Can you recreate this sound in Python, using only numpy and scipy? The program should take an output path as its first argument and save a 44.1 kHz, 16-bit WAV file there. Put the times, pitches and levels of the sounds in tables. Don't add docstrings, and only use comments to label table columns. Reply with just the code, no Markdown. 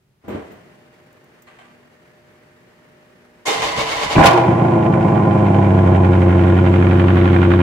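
import sys
import numpy as np
from scipy import signal
from scipy.fft import rfft, irfft
from scipy.io import wavfile
from scipy.ndimage import uniform_filter1d

SR = 44100
rng = np.random.default_rng(int(sys.argv[2]) if len(sys.argv) > 2 else 0)


def pcm_store(signal):
    levels = np.round(np.clip(np.atleast_2d(signal), -1, 1) * 32767)
    wavfile.write(sys.argv[1], SR, levels.astype(np.int16).T)


N = 336042
T = np.arange(N) / SR
CRANK_S, CATCH_S = 3.453, 4.153


def gain(db):
    return 10 ** (np.asarray(db) / 20)

def sides(left_db, right_db):
    return gain([[left_db], [right_db]])

def curve(points):
    return np.interp(T, *np.transpose(points))

def ramp(start, length):
    return np.clip((T - start) / length, 0, 1)

def fading(start, fade):
    return np.exp(-np.maximum(T - start, 0) / fade)

def blows(events):
    return np.sqrt(sum((gain(db) * ramp(s, rise) * fading(s + rise, fade)) ** 2
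                       for s, db, rise, fade in events))

def unit(x):
    return x / np.sqrt(np.mean(x ** 2))

def steady(x, samples=6000):
    power = np.mean(np.atleast_2d(x) ** 2, axis=0)
    return x / np.sqrt(uniform_filter1d(power, samples) + 1e-4 * power.mean())

def wander(per_second):
    hold = int(SR / per_second)
    steps = np.repeat(rng.standard_normal(N // hold + 1), hold)
    return 1.326 * uniform_filter1d(uniform_filter1d(steps, hold), hold)[:N]

def keep(x, hz, kind, order=4):
    return signal.sosfilt(signal.butter(order, hz, kind, fs=SR, output="sos"), x)

def colour(x, points):
    hz, db = np.transpose(points)
    octave = np.log2(np.maximum(np.fft.rfftfreq(8192, 1 / SR), 1))
    beyond = np.abs(octave - np.clip(octave, np.log2(hz[0]), np.log2(hz[-1])))
    shape_db = np.interp(octave, np.log2(hz), db) - np.minimum(24 * beyond, 60)
    cepstrum = irfft(np.log(gain(shape_db)))
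    response = irfft(np.exp(rfft(2 * cepstrum[:4096], 8192) - cepstrum[0]))
    return signal.fftconvolve(x, response[None])[:, :N]

def ring(x, notes):
    return sum(gain(db) * signal.lfilter(*signal.iirpeak(hz, hz / width, SR), x)
               for hz, width, db in notes)

def noise(apart_hz=650):
    middle, side = rng.standard_normal((2, N))
    return middle + np.array([[1], [-1]]) * keep(side, apart_hz, "high", order=1)

def scatter(x, echo_s):
    t = T[:SR // 2]
    echoes = rng.standard_normal((2, len(t))) * gain(-60 * t / echo_s) * (t > .002)
    echoes /= np.sqrt(np.sum(echoes ** 2) / 2)
    return signal.fftconvolve(np.atleast_2d(x), echoes, axes=1)[:, :N]

def clicks(times, sizes):
    at = np.clip(times * SR, 0, N - 2)
    whole = at.astype(int)
    part = at - whole
    return np.bincount(whole, sizes * (1 - part), N) + np.bincount(whole + 1, sizes * part, N)

def trail(x, fade_s):
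    return signal.lfilter([1], [1, -np.exp(-1 / (fade_s * SR))], x)

def bursts(events, tone, grain_db):
    return blows(events) * unit(colour(noise() * gain(grain_db * wander(400)), tone))


# frequency in Hz, relative level in dB.
NIGHT_TONE = [(15, -44.5), (25, -19.5), (113, -6.5), (152, -1), (183, -7.5), (281, -19.5), (378, -13),
              (469, -21.5), (2000, -29), (8350, -40.5), (15500, -42)]

def night(level_db=-62.5):
    return gain(level_db) * unit(colour(noise(), NIGHT_TONE))

# time in seconds, closeness from 0 to 1.
CLOSENESS = [(5.2, 0.03), (5.85, 0.17), (6.25, 0.36), (7.3, 0.92)]

def house_echo(car):
    outgoing = keep(car * gain(-6 * curve(CLOSENESS)), 476, "high")
    return gain(-5) * scatter(keep(outgoing, 3000, "low", order=1), echo_s=.57)

# frequency in Hz, relative level in dB.
PUMP_WHIR = [(29, -44.5), (50, -19), (140, -2.5), (211, -7), (250, -9.5), (268, -8), (358, -8), (455, -6),
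             (607, -13.5), (652, -13.5), (771, -14), (1340, -17), (1830, -14.5), (3340, -27.5),
             (15500, -43)]
# pitch in Hz, level in dB.
PUMP_TONES = [(150.7, -77), (242.2, -63), (355.3, -64), (608.3, -61.5), (780.6, -73), (1825, -69.5),
              (2433, -82), (2799, -73.5), (2998, -78)]

def fuel_pump(start_s=.21, running_db=-53, priming_db=16, whine_hz=4550):
    level = gain(running_db + priming_db * fading(start_s, .23)) * ramp(start_s, .27)
    phase = 2 * np.pi * np.cumsum(1 + .0015 * wander(4)) / SR
    tones = 0
    for hz, db in PUMP_TONES:
        size = gain(db + 2 * wander(7.16))
        offset = rng.normal(size=(2, 1)) * min(hz / 900, 2)
        tones += size * np.sin(hz * phase + offset)
    tones += gain(-84 + 2 * wander(3.8)) * (1 - ramp(2.35, .3)) * np.sin(whine_hz * phase)
    whir = unit(colour(noise() * gain(.98 * wander(130)), PUMP_WHIR))
    return level * whir + np.sqrt(2) * tones * ramp(.32, .26)

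# start in seconds, level in dB, rise and fade in seconds.
TICKS = [(.28, -53, .002, .04), (.515, -57, .003, .02), (1.128, -56, 0.0013, .004),
         (1.243, -54, 0.0009, .003), (1.42, -50, 0.0016, .009)]
# frequency in Hz, relative level in dB.
TICK_TONE = [(4000, -22), (7000, -4), (12000, -16), (14000, 4), (15500, -11)]

def ticks():
    return bursts(TICKS, TICK_TONE, grain_db=1)

# start in seconds, level in dB, rise and fade in seconds.
SNAPS = [(.283, -45, 0.0071, 0.12), (.495, -53, 0.016, 0.026), (1.466, -48, .008, 0.071),
         (1.582, -48, 0.008, 0.085)]
PING = [(1.47, -59, .005, .009)]
# frequency in Hz, relative level in dB.
SNAP_TONE = [(300, -11), (700, 7.5), (1300, -1.5), (2200, 0.5), (3200, -5), (5000, -19), (8000, -16),
             (13000, -35)]
# pitch in Hz, width in Hz, relative level in dB.
BRACKET_NOTES = [(1180, 45, 11), (1570, 35, 9), (2000, 38, 9), (2400, 30, 2), (3100, 35, 2), (4200, 30, 3)]

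def actuators(ping_hz=4200):
    snaps = bursts(SNAPS, SNAP_TONE, grain_db=2)
    brackets = gain(-4) * np.std(snaps) * unit(ring(snaps, BRACKET_NOTES))
    ping = blows(PING) * np.sqrt(2) * np.sin(2 * np.pi * ping_hz * T)
    return snaps + brackets + ping

# start in seconds, level in dB, rise and fade in seconds.
LOCK_CLUNKS = [(.235, -42.5, 0.014, 0.13), (.278, -27.5, .004, 0.098), (.321, -26, 0.0041, 0.045),
               (.346, -26.5, 0.0032, 0.037), (.4, -57, .01, 1), (.5, -40.5, 0.0061, 0.079)]
# frequency in Hz, relative level in dB.
DOOR_TONE = [(24, -50), (40, -56.5), (78, -4.5), (140, -14.5), (202, -1.5), (251, -9.5), (291, -3),
             (476, -10), (687, -13), (856, -19), (992, -20.5), (2070, -30.5), (14000, -74)]

def door_locks():
    return bursts(LOCK_CLUNKS, DOOR_TONE, grain_db=-.5)

# start in seconds, level in dB, rise and fade in seconds.
CHUFFS = [(3.765, -26, 0.025, 0.028), (4.03, -34, 0.015, .04)]
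# frequency in Hz, relative level in dB.
AIR_TONE = [(25, -10), (45, -2.5), (85, -3.5), (157, 1), (240, -10), (330, -12)]

def pumped_air(flow_db=-40):
    level = np.hypot(gain(flow_db) * ramp(3.52, .06), blows(CHUFFS))
    return level * unit(colour(noise(), AIR_TONE))

# start in seconds, level in dB, rise and fade in seconds.
GEAR_KNOCK = [(3.47, -17, .015, .025)]
# frequency in Hz, relative level in dB.
GEAR_TONE = [(250, -10.5), (320, -1), (385, -25), (460, -2), (700, -2.5), (1050, -1.5), (1410, -10.5),
             (2100, -7), (2490, -10), (2950, -7.5), (3400, -13.5), (4500, -13)]
SCRAPE_TONE = [(2240, -9), (3800, -9), (5540, -3.5), (6340, -1), (8560, -7.5), (9350, -14), (10100, -10.5),
               (12900, -20), (15500, -43)]
BLOCK_TONE = [(60, -21), (200, -16), (330, -11), (450, -8.5)]
# pitch in Hz, width in Hz, relative level in dB.
CASE_NOTES = [(443.7, 10, 11.5), (573, 15, 5.5), (809, 16, 7.5), (880, 20, -9), (1065, 25, -6),
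              (1102, 15, -4), (2123, 30, 2.5), (2930, 37, -4.5), (3590, 56, -2.5), (4530, 46, -17)]
# multiple of the lowest pitch, relative level in dB.
WHINE_OVERTONES = [(1, 0), (2, -1), (3, -9)]

def starter(teeth_hz=155, whine_hz=1050, squeeze_hz=7.0, speedup_hz_per_s=8.32, surge_db=3):
    since = T - 3.675
    squeezes = squeeze_hz * since + speedup_hz_per_s * since ** 2 / 2
    surge = ramp(3.55, .194) * np.cos(2 * np.pi * squeezes)
    motor_time = np.cumsum(1 + .055 * surge + .014 * wander(90)) / SR
    teeth = teeth_hz * motor_time
    times = np.interp(np.arange(1, int(teeth[-1])), teeth, T)
    hits = clicks(times, gain(3.5 * rng.standard_normal(len(times))))
    contact = 1 + trail(hits, fade_s=.0097)
    whine = sum(np.sin(2 * np.pi * k * whine_hz * motor_time) * gain(db + 2 * wander(35))
                for k, db in WHINE_OVERTONES)
    grind = unit(colour(noise() * contact, GEAR_TONE))
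    grind += gain(-5.5) * unit(ring(noise() * contact, CASE_NOTES))
    grind += gain(-7) * unit(scatter(whine, echo_s=.024))
    scrape = unit(colour(noise() * contact, SCRAPE_TONE))
    knock = unit(ring(noise(), CASE_NOTES)) + gain(-10) * unit(colour(noise(), BLOCK_TONE))
    grind_db = -22.5 + surge_db * surge + 7.5 * fading(CRANK_S, .061)
    scrape_db = -38 + surge_db * surge + 17.5 * fading(CRANK_S, .078)
    metal = gain(grind_db) * unit(grind) + gain(scrape_db) * scrape + blows(GEAR_KNOCK) * knock
    engaged = ramp(CRANK_S, .02) * (1 - ramp(4.19, .039))
    return (metal * sides(-.6, .6) + pumped_air()) * engaged

# pitch in Hz, width in Hz, relative level in dB.
TIP_NOTES = [(1440, 110, 6), (1654, 50, 3), (2140, 30, 1), (2385, 30, 1), (2795, 42, -4), (3060, 48, -3.5),
             (3560, 27, -15)]

def tip_rattle(times, sizes, spread_db=4):
    strengths = sizes * gain(spread_db * rng.standard_normal((len(times), len(TIP_NOTES), 2)).T)
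    rattle = [sum(ring(clicks(times, hits), [note]) for note, hits in zip(TIP_NOTES, ear))
              for ear in strengths]
    return keep(keep(np.array(rattle), 3700, "low", order=8), 1230, "high")

# start in seconds, levels of boom, bark, thud and crack
# in dB, rise and fade in seconds.
COUGHS = [(4.151, -4.5, -28, -12, -39, 0.0041, 0.029), (4.178, -9, -17, -4.5, -43, 0.0025, 0.036),
          (4.232, -19.5, -9, -24, -21.5, 0.0096, 0.064), (4.254, -25, -19, -25, -12, 0.0059, 0.023),
          (4.368, -27, -10, -35, -36, 0.011, 0.017), (4.485, -13.5, -41, -27, -48, 0.005, 0.015)]
# start in seconds, level in dB, rise and fade in seconds.
FIRST_YELP = [(4.155, -19, .006, .009)]
# frequency in Hz, relative level in dB.
THUD_TONE = [(28, -15), (56, 8.5), (85, 0.5), (150, -3.5), (240, 2), (340, 4), (450, -19.5), (760, 2.5),
             (1000, -11), (1600, -17.5)]
CRACK_TONE = [(900, -17), (1500, -13), (2500, -1.5), (3600, -6), (6000, -14), (9000, -20), (15500, -31)]
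YELP_TONE = [(1900, -17), (2400, 3), (2750, -2), (3200, -28)]

def coughs():
    start, _, _, thud_db, crack_db, rise, fade = np.transpose(COUGHS)
    crack = bursts(zip(start, crack_db, rise, fade), CRACK_TONE, grain_db=2.5)
    crack += gain(-15) * np.std(crack) * unit(ring(crack, TIP_NOTES))
    thud = bursts(zip(start, thud_db, rise, fade), THUD_TONE, grain_db=3.5)
    return thud + crack + bursts(FIRST_YELP, YELP_TONE, grain_db=1.5)

# start in seconds, pitch in Hz, level in dB, rise and fade in seconds.
HONKS = [(4.195, 790, -19, .02, .03), (4.234, 535, -15, .012, .02), (4.255, 725, -13, .03, .05),
         (4.25, 1120, -21, .02, .09), (4.328, 335, -12, .02, .06), (4.362, 745, -14, .022, .018),
         (4.345, 860, -19, .025, .04), (4.435, 335, -16, .025, .04), (4.64, 338, -15, .05, .06)]

def honks(drive, sharp_share=.08, sag_s=.04, width_hz=14):
    gas = keep(keep(drive[None], 278, "high"), 1220, "low")
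    notes = 0
    for start, hz, db, rise, fade in HONKS:
        pitch = hz * (1 + sharp_share * fading(start, sag_s))
        spin = np.exp(2j * np.pi * np.cumsum(pitch) / SR)
        note = np.real(spin * trail(gas / spin, 1 / (np.pi * width_hz)))
        notes += blows([(start, db, rise, fade)]) * steady(note, samples=1200)
    return sides(-1, 1) * notes

def throttle(rise_s=.064, hold_s=.042, fall_s=.11):
    return ramp(CATCH_S, rise_s) * fading(CATCH_S + rise_s + hold_s, fall_s)

# frequency in Hz, relative level in dB.
ROAR_TONE = [(230, 0.5), (380, -1.5), (520, -3.5), (900, -0.5), (1150, -1), (1300, -16.5)]

def roar(drive, level_db=-15.5):
    return gain(level_db) * throttle() * steady(colour(scatter(drive, echo_s=.025), ROAR_TONE))

# frequency in Hz, relative level in dB above the bumper, then at the tailpipe.
RASP_TONE = [(768, 1, 3.5), (1203, -13.5, 3.5), (1220, -8.5, -2), (1424, 0, 0.5), (1680, -6.5, -3.5),
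             (2280, -5, -5.5), (3060, -19.5, -12.5), (3650, -25, -18.5), (5000, -31, -34),
             (7900, -33.5, -39.5), (11800, -44.5, -45), (15400, -52, -49.5)]

def rasp(puffs, times, sizes, close, hiss_hz=4500):
    hz, above_db, close_db = np.transpose(RASP_TONE)
    far = 1 - close
    gas = keep(steady(noise(apart_hz=400) * puffs), hiss_hz, "low") + keep(noise(), hiss_hz, "high")
    gas += gain(-6.5) * far * steady(scatter(clicks(times, sizes), echo_s=.055))
    gas = steady(colour(gas * far, np.c_[hz, above_db]) + colour(gas * close, np.c_[hz, close_db]))
    rattle = gain(-8 - 2 * close) * steady(tip_rattle(times, sizes))
    level = gain(-35 + 17.5 * throttle() + 9.5 * close)
    return level * sides(.1, 3.4) * steady(gas + rattle)

def muffler_smear(x, hz, width_hz):
    return x - 2 * ring(x, [(hz, width_hz, 0)])

def waver(x, drift_s=.00011):
    return np.interp(T - drift_s * wander(16), T, x)

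# pitch in Hz, width in Hz, relative level in dB.
THROAT_NOTES = [(465, 18, -6), (530, 20, -5), (560, 20, 1), (635, 25, -8), (677, 35, -1), (700, 500, -17),
                (760, 45, -1), (860, 50, -3), (975, 25, -3), (1130, 60, -12)]

def bark(drive, close):
    smeared = muffler_smear(muffler_smear(drive, 800, 120), 620, 120)
    tone = keep(keep(ring(smeared, THROAT_NOTES), 450, "high"), 1050, "low", order=8)
    shaded = .45 * close * ring(tone, [(850, 300, 0)])
    tone += ring(tone, [(558, 25, -5.5)]) - shaded
    tone = waver(tone + close * ring(tone, [(452, 25, 7.5), (532, 95, 2.4)]))
    echoes = 2 * gain(-7) * np.std(tone) * unit(scatter(tone, echo_s=.11))
    start, _, cough_db, _, _, rise, fade = np.transpose(COUGHS)
    level = np.hypot(gain(-20 + 6 * throttle() - 6 * close), blows(zip(start, cough_db, rise, fade)))
    return level * sides(-1.1, 1.1) * steady(tone + echoes)

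# pitch in Hz, width in Hz, relative level in dB.
PIPE_NOTES = [(94.2, 14.5, 3.5), (131.3, 17.7, 1), (163.3, 21.3, -1.5), (181.4, 30, -6.5),
              (259.5, 31, -9.5), (313.5, 40, -15.5), (335.3, 32, -8)]
TAILPIPE_NOTES = [(97, 16, -15), (135.7, 17, -6.5), (271, 12, -8), (343.8, 11, 0)]

def boom(pulses, firing_hz, close, in_tune_hz=92, muffler_hz=430):
    rumble = gain(-36.5 + 6.7 * close) * unit(colour(noise(), [(25, -13.5), (50, -8.5), (90, -7.5)]))
    pipe = keep(muffler_smear(ring(pulses, PIPE_NOTES), 210, 110), 63, "high", order=2)
    tone = keep(keep(pipe + ring(pipe, TAILPIPE_NOTES), muffler_hz, "low"), 382, "low", order=6)
    tone += (1 - ramp(5.3, .72)) * ring(tone, [(168, 65, -1.5), (315, 44, -10.5)])
    tone = waver(tone + close * ring(tone, [(256, 21, .69), (345, 16, -3)]))
    echoes = gain(-12.5) * scatter(keep(tone, 260, "high", order=2), echo_s=.054)
    off_tune = 1 - np.exp(-((firing_hz - in_tune_hz) / 11) ** 2)
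    flare = 1 - ramp(4.455, .029)
    start, cough_db, _, _, _, rise, fade = np.transpose(COUGHS)
    level = np.hypot(gain(-10.5 - 6.5 * flare - 3.5 * off_tune), blows(zip(start, cough_db, rise, fade)))
    return level * sides(-.3, .3) * (steady(tone + echoes) + rumble)

# pulse strength in dB, lateness as a share of the gap
# between firings, strength of the gas puff in dB.
CYLINDERS = [(-1.2, -.03, -2), (-1.2, .1, 4), (2.4, -.06, -2), (-.7, -.07, 0), (-.3, -.03, 3.5),
             (-.8, .05, 7), (-.9, .06, -3), (1.2, -.03, 5.5)]

def firings(firing_hz, cold=.45, settled=.19, settle_s=2.0):
    count = np.cumsum(firing_hz * (1 + .002 * wander(9)) * (T > CATCH_S)) / SR
    k = np.arange(int(count[-1]))
    pulse_db, late, puff_db = np.array(CYLINDERS)[k % 8].T
    time_luck, pulse_luck, puff_luck = rng.standard_normal((len(k), 3)).T
    ragged = np.interp(k + .5, count, cold + (settled - cold) * ramp(CATCH_S, settle_s))
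    times = np.interp(k + .5 + late + .08 * ragged * time_luck, count, T)
    return times, gain(pulse_db + 4 * ragged * pulse_luck), gain(puff_db + 2.2 * puff_luck)

# time in seconds, firings per second.
ENGINE_SPEED = [(4.15, 49), (4.29, 116), (4.4, 124), (4.5, 118.8), (4.6, 117), (4.85, 109.7), (5.25, 105.3),
                (5.55, 99.8), (5.85, 94), (6.35, 91.4), (6.9, 93.4), (7.3, 92)]

def exhaust(puff_lag_s=.0063, puff_rise_s=.0015, flow=.2, swirl_db=-6):
    close, firing_hz = curve(CLOSENESS), curve(ENGINE_SPEED)
    times, sizes, puff_sizes = firings(firing_hz)
    pulses = clicks(times, sizes)
    puff_times = times + puff_lag_s
    puffs = flow + trail(clicks(puff_times, puff_sizes), fade_s=.0055)
    puffs = uniform_filter1d(puffs, int(puff_rise_s * SR)) + flow * (1 - close)
    drive = steady(pulses) + gain(swirl_db) * steady(rng.standard_normal(N) * puffs)
    pipes = boom(pulses, firing_hz, close) + roar(drive) + bark(drive, close) + honks(drive)
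    return (pipes + rasp(puffs, puff_times, puff_sizes, close)) * ramp(CATCH_S, .008)

def scene():
    car = door_locks() + actuators() + ticks() + starter() + exhaust() + coughs()
    return car + house_echo(car) + fuel_pump() + night()

def record(dry, top_hz=15700):
    rounded = dry / (1 + dry ** 12) ** (1 / 12)
    ending = 1 - ramp(T[-1] - .003, .003)
    return signal.sosfilt(signal.ellip(10, .1, 80, top_hz, fs=SR, output="sos"), rounded * ending)


dry = scene()
out = record(dry)
pcm_store(out)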